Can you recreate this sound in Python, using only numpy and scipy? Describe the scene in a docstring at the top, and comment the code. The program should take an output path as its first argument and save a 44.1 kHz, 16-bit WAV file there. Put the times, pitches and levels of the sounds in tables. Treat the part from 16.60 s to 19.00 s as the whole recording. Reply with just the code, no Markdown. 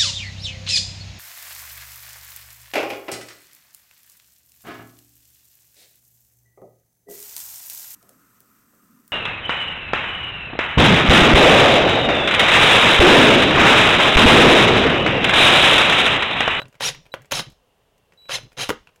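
"""A cordless impact driver nudges a screw into a board in four short pulls, close by in a quiet garage.
First the speed controller whistles, hammer and bit knock in the screw head, and tool and board shudder.
Trigger and grip tick. Then the gears whine up and clatter until the brake stops them, and the wall rumbles.
Three more pulls follow, each slower than the one before, with whistles, knocks and shudders around them.
A cluster of hard knocks and a few faint ticks end the job."""
import sys
import numpy as np
from scipy import signal
from scipy.fft import rfft, irfft
from scipy.io import wavfile
from scipy.ndimage import uniform_filter1d

SR = 44100
rng = np.random.default_rng(int(sys.argv[2]) if len(sys.argv) > 2 else 0)


def int16_out(signal):
    """Quantize to a 16-bit WAV file."""
    q = np.round(np.clip(np.atleast_2d(signal).T, -1, 1) * 32767)
    wavfile.write(sys.argv[1], SR, q.astype(np.int16))


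N = 105840

# Trigger pulls: (start [s], top speed reached [s], drive ends [s], top shaft speed [Hz], level [dB],
# treble [dB], clatter while coasting [dB], fade-in [s])
PULLS = [(0.198, 0.267, .290, 481.8, -26, 1.5, -26, 0.013),
         (0.708, 0.767, 0.801, 461.6, -26.5, 1.5, -21.5, 0.0057),
         (1.684, 1.749, 1.7575, 360.4, -27.5, 1, -28, 0.022),
         (1.967, 2.029, 2.036, 272.6, -28.5, -1.5, -13.5, 0.015)]


def undb(db):
    """Turn decibels into a number to multiply by."""
    return 10 ** (np.asarray(db) / 20)


def unit(x):
    """Scale a signal to an average strength (rms) of 1."""
    return x / np.sqrt(np.mean(x ** 2))


def wander(hz):
    """A smooth random wiggle of size 1; more hz makes it quicker."""
    width = max(int(SR / hz), 2)
    return unit(uniform_filter1d(uniform_filter1d(rng.standard_normal(N), width), width))


def colour(x, points):
    """Shape the tone of x along a curve of (frequency [Hz], level [dB]) points."""
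    hz, db = np.array(points, float).T
    size = 4096
    freqs = np.maximum(np.fft.rfftfreq(size, 1 / SR), 1)
    cepstrum = irfft(np.log(undb(np.interp(np.log(freqs), np.log(hz), db))))
    cepstrum[1:size // 2] *= 2  # fold it so the filter rings only after a hit
    cepstrum[size // 2 + 1:] = 0
    response = irfft(np.exp(rfft(cepstrum)))
    return signal.fftconvolve(x, response / np.linalg.norm(response))[:N]


def resonate(x, hz, width_hz):
    """Make x ring at one pitch."""
    return signal.lfilter(*signal.iirpeak(hz, hz / width_hz, fs=SR), x)


def gate(t, on, off, attack, release):
    """A loudness curve that rises after on and dies away after off (all in seconds)."""
    return (1 - np.exp(-np.maximum(t - on, 0) / attack)) * np.exp(-np.maximum(t - off, 0) / release)


def strike(t, at, decay_s, share):
    """A sharp click, then dying chatter that holds the given share of the energy."""
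    chatter = rng.standard_normal(N) * (t >= at) * np.exp(-np.abs(t - at) / decay_s)
    out = chatter * np.sqrt(share) / np.linalg.norm(chatter)
    out[int(at * SR)] += np.sqrt(1 - share)
    return out * np.sqrt(.005 * SR)


def garage_air():
    """Still air makes a faint, steady hush."""
    # Tone of the hush: (frequency [Hz], level [dB])
    air = [(15, -33.5), (25, -0.5), (120, -3), (326, -11.5), (354, -14), (394, -3), (516, -4), (695, -7.5),
           (1070, -11), (1260, -16), (2480, -19.5), (2760, -12.5), (4030, -24), (6560, -27), (16000, -30.5)]
    return undb(-64) * colour(rng.standard_normal(N), air)


def controller_whistle(t):
    """Switched current makes the motor's coils whistle while the trigger is barely pressed."""
    # Whistles: (on [s], off [s], starting level [dB], ending level [dB])
    whistles = [(0, .032, -44, -42), (.518, .538, -46, -44), (1.574, 1.70, -55, -50),
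                (1.969, 1.98, -50, -47)]
    # Tones at 1, 2, 3 and 4 times the pitch: (level [dB])
    partials = [0, -26, -22, -36]
    pitch_hz = 3936
    tone = sum(undb(db) * np.sin(2 * np.pi * k * pitch_hz * t) for k, db in enumerate(partials, 1))
    loudness = sum(gate(t, on, off, .001, .0017) * undb(np.interp(t, [on, off], [on_db, off_db]))
                   for on, off, on_db, off_db in whistles)
    return unit(tone) * loudness


def hammer_knocks(t):
    """Hammer and bit take up their slack: a hard blow, a thud of the board, a rattle of steel."""
    # Knocks: (time [s], blow [dB], thud [dB], rattle [dB])
    knocks = [(.001, -33, -53.5, -49.5), (0.0187, -29.5, -34, -55), (0.2079, -22, -30.5, -33),
              (0.54, -21, -30, -39), (0.546, -32.5, -31, -48), (0.712, -36.5, -39.5, -32),
              (0.7197, -33, -47, -22.5), (0.7233, -16, -20, -24.5), (.795, -21, -26, -29),
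              (1.695, -26.5, -36, -49), (1.7848, -35, -48, -47), (2.09, -37, -37, -32),
              (2.0935, -15, -18, -27), (2.098, -26.5, -27, -31.5), (2.1037, -16, -14, -28.5),
              (2.11, -30.5, -23.5, -50)]
    # Tone of the blow, the board and the steel: (frequency [Hz], level [dB])
    blow_tone = [(80, -29.5), (300, -8), (520, 10), (700, 2), (1000, 1), (1500, -0.5), (2200, -8.5),
                 (3000, -7), (4500, -19), (9000, -34.5), (16000, -44)]
    board_tone = [(40, -20.5), (100, -11), (200, -6), (320, -2), (500, 2), (900, -18.5), (2000, -51),
                  (16000, -88.5)]
    steel_tone = [(100, -26.5), (800, -5.5), (2800, 8), (4500, -4.5), (6500, 3.5), (8000, -9.5),
                  (10500, -3.5), (16000, -12)]
    blow, thud, rattle = np.zeros((3, N))
    for at, blow_db, thud_db, rattle_db in knocks:
        hit = strike(t, at, decay_s=.005, share=.2)
        blow += undb(blow_db) * hit
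        thud += undb(thud_db) * hit
        rattle += undb(rattle_db) * strike(t, at, decay_s=.0025, share=.85)
    return colour(blow, blow_tone) + colour(thud, board_tone) + colour(rattle, steel_tone)


def board_shudders(t):
    """Short, rough, rising groans as the turning force twists tool and board."""
    # Shudders: (time [s], length [s], middle pitch [Hz], level [dB])
    shudders = [(.015, 0.084, 139.6, -45), (.25, 0.086, 124.7, -39), (0.336, 0.091, 138.5, -50.5),
                (0.558, 0.086, 121.6, -50), (0.722, 0.053, 130.6, -35), (.78, .05, 151, -35),
                (0.867, 0.034, 146, -38.5), (0.908, 0.023, 128, -49.5), (1.731, 0.094, 118.3, -44.5),
                (1.826, 0.056, 122.4, -44.5), (1.974, 0.039, 126, -39.5), (2.10, 0.032, 195, -48)]
    # Tone of their rough noise: (frequency [Hz], level [dB])
    rub_tone = [(30, -0.5), (80, -13), (125, 6), (200, -2.5), (320, -3.5), (500, -9.5), (1200, -24.5),
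                (8000, -72)]
    out = np.zeros(N)
    wobble = 1 + .1 * wander(120)
    rub = undb(-7.5) * colour(rng.standard_normal(N), rub_tone)
    for at, length, hz, db in shudders:
        progress = np.clip((t - at) / length, 0, 1)
        pitch_hz = (progress > 0) * hz * wobble * (1 + .32 * (progress - .5))
        phase = 2 * np.pi * np.cumsum(pitch_hz) / SR
        swell = np.sqrt(np.abs(np.sin(np.pi * progress)))
        out += undb(db) * swell * (np.sin(phase) + undb(-18.5) * np.sin(2 * phase) + rub)
    return out


def trigger_ticks(t):
    """The plastic trigger and grip click: a dull body with a bright snap."""
    # Ticks: (time [s], body [dB], snap [dB])
    ticks = [(.055, -46.5, -82), (0.082, -68, -57.5), (0.127, -54.5, -62), (.143, -51.5, -71),
             (0.153, -50.5, -62), (0.347, -38, -53), (.455, -52, -69), (0.464, -50, -60),
             (.619, -52.5, -55), (0.646, -52.5, -72), (0.656, -54.5, -58), (.90, -59, -55),
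             (.92, -65, -59.5), (1.38, -71, -64), (1.522, -53.5, -76), (1.535, -55, -66.5),
             (1.619, -63, -78), (1.655, -56.5, -76), (1.833, -50, -62), (1.919, -51.5, -62),
             (1.929, -54.5, -60.5), (2.272, -47.5, -67), (2.29, -55.5, -78), (2.36, -57.5, -60)]
    # Tone of the body and the snap: (frequency [Hz], level [dB])
    body_tone = [(60, -12), (150, 8.5), (300, -1.5), (700, 0.5), (1500, -4), (2500, 2.5), (4000, -10.5),
                 (7000, -17.5), (16000, -40)]
    snap_tone = [(100, -39), (2000, -3.5), (6000, -3.5), (10000, -7.5), (16000, -14)]
    body, snap = np.zeros((2, N))
    for at, body_db, snap_db in ticks:
        hit = strike(t, at, decay_s=.004, share=.98)
        body += undb(body_db) * hit
        snap += undb(snap_db) * hit
    return colour(body, body_tone) + colour(snap, snap_tone)


def housing_clatter(angle, speed, treble_db):
    """Loose parts hit the tool's shell in step with the shaft, brighter as it speeds up."""
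    # Tone of the shell: (frequency [Hz], level [dB])
    housing = [(35, -41.5), (60, -21.5), (124, 1), (308, -10), (540, 0.5), (621, -18.5), (698, 3),
               (1060, -7.5), (1380, -5), (1700, -1.5), (2650, -3), (3420, -0.5), (3940, -0.5), (4640, -7.5),
               (4970, -2.5), (6280, -8.5), (8320, -15), (9790, -8), (16000, -30.5)]
    # Pitches it rings at: (frequency [Hz], width [Hz], level [dB])
    rings = [(518, 30, -3.5), (2800, 400, -3.5), (3950, 260, -8.5), (6450, 400, 3)]
    hits_per_s, treble_hz = 9000, 5400
    hits = (rng.random(N) < hits_per_s / SR) * np.sign(rng.standard_normal(N)) * (1 + rng.random(N))
    body = colour(hits * (1 + .5 * np.sin(angle)), housing)
    body = unit(body + sum(undb(db) * resonate(body, hz, width) for hz, width, db in rings))
    treble = signal.sosfiltfilt(signal.butter(2, treble_hz, "high", fs=SR, output="sos"), body)
    return body + treble * (undb(treble_db) * speed ** .6 - 1)


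def motor(t):
    """The shaft spins up and is braked; gear teeth whine at multiples of its speed, over the clatter."""
    # Gear tones; the teeth meet 12 times a turn: (multiple of shaft speed, level [dB])
    gear_tones = [(2, -12), (3, -6), (4, -13), (5, -13), (6, -4), (7, -12), (8, -8), (9, -7), (10, -13),
                  (12, 0), (15, -11), (18, -6), (21, -14), (24, -10)]
    # Whine compared with clatter in each pull: (level [dB])
    whine_levels = [-2.5, -4.5, .5, -5]
    # How well the shell gives off the whine: (frequency [Hz], level [dB])
    shell = [(150, -10.5), (600, -1), (1800, -3), (2900, 1.5), (4100, 2.5), (4600, -2), (5500, 1.5),
             (6500, 0.5), (7600, -11), (10000, -3), (14000, -19.5)]
    brake_s, flutter_db = .125, 4.5
    flutter = [undb(db + flutter_db * wander(170)) for _, db in gear_tones]
    flutter = flutter / np.sqrt(np.sum(np.mean(np.square(flutter), axis=1)) / 2)
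    wobble = 1 + .008 * wander(140)
    shell_hz, shell_db = np.array(shell, float).T
    shell_gain = undb(shell_db - np.median(shell_db))
    out = np.zeros(N)
    for (start, top, end, top_hz, db, treble_db, coast_db, attack), whine_db in zip(PULLS, whine_levels):
        spin_up = np.sin(np.pi / 2 * np.clip((t - start) / (top - start), 0, 1))
        braking = np.clip(1 - np.maximum(t - top, 0) / brake_s, 0, 1)
        speed = spin_up * braking  # 0 at rest, 1 at top speed
        angle = 2 * np.pi * np.cumsum(top_hz * speed * wobble) / SR
        drive = gate(t, start, end, attack, release=.013)
        whine = sum(gain * np.interp(k * top_hz * speed, shell_hz, shell_gain) * np.sin(k * angle)
                    for (k, _), gain in zip(gear_tones, flutter))
        clatter = (drive + undb(coast_db)) * speed ** .34 * housing_clatter(angle, speed, treble_db)
        out += undb(db) * (clatter + undb(whine_db) * drive * np.sqrt(speed) * whine)
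    return out


def wall_rumble(t):
    """Each pull shakes the wall into a brief, deep rumble."""
    # Tone of the wall: (frequency [Hz], level [dB])
    rumble = [(20, 3), (45, 6), (90, -7.5), (200, -16.5), (1000, -61)]
    shaking = sum(gate(t, start, start + .22, attack=.0083, release=.07) for start, *_ in PULLS)
    return undb(-59.5) * shaking * colour(rng.standard_normal(N), rumble)


def garage_echo(x, t):
    """Sound bounces off the nearby wall, then dies away quickly in the room."""
    # Echo in each band: (centre [Hz], time to fade by 60 dB [s], level [dB])
    room = [(125, .4, -13), (350, 0.14, -12.5), (1000, 0.19, -11.5), (2800, 0.25, -13.5), (5600, 0.32, -16),
            (11000, 0.09, -14)]
    near_wall = rng.standard_normal(N) * gate(t, .0005, .001, attack=.0005, release=.006)
    response = undb(-12) * near_wall / np.linalg.norm(near_wall)
    spectrum = rfft(rng.standard_normal(N))
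    log_freqs = np.log(np.maximum(np.fft.rfftfreq(N, 1 / SR), 1))
    log_centres = np.log([hz for hz, *_ in room])
    for (_, fade_s, db), this_band in zip(room, np.eye(len(room))):
        band = irfft(spectrum * np.interp(log_freqs, log_centres, this_band), N)
        fade = gate(t, .0017, .0067, attack=.005, release=fade_s / np.log(1000))
        response += undb(db) * band * fade / np.linalg.norm(fade)
    return signal.fftconvolve(x, response)[:N]


def scene():
    """Add up all the sounds; only motor, knocks and ticks echo."""
    t = np.arange(N) / SR
    gears, knocks, ticks = motor(t), hammer_knocks(t), trigger_ticks(t)
    echo = garage_echo(undb(-.5) * gears + undb(1.5) * knocks + undb(3.5) * ticks, t)
    tool = controller_whistle(t) + knocks + board_shudders(t) + ticks + gears
    return (tool + echo + garage_air() + wall_rumble(t))[None]


def record(dry):
    """Cut away the treble above 16000 Hz."""
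    return signal.sosfilt(signal.ellip(8, .2, 70, 16000, fs=SR, output="sos"), dry)


dry = scene()
out = record(dry)
int16_out(out)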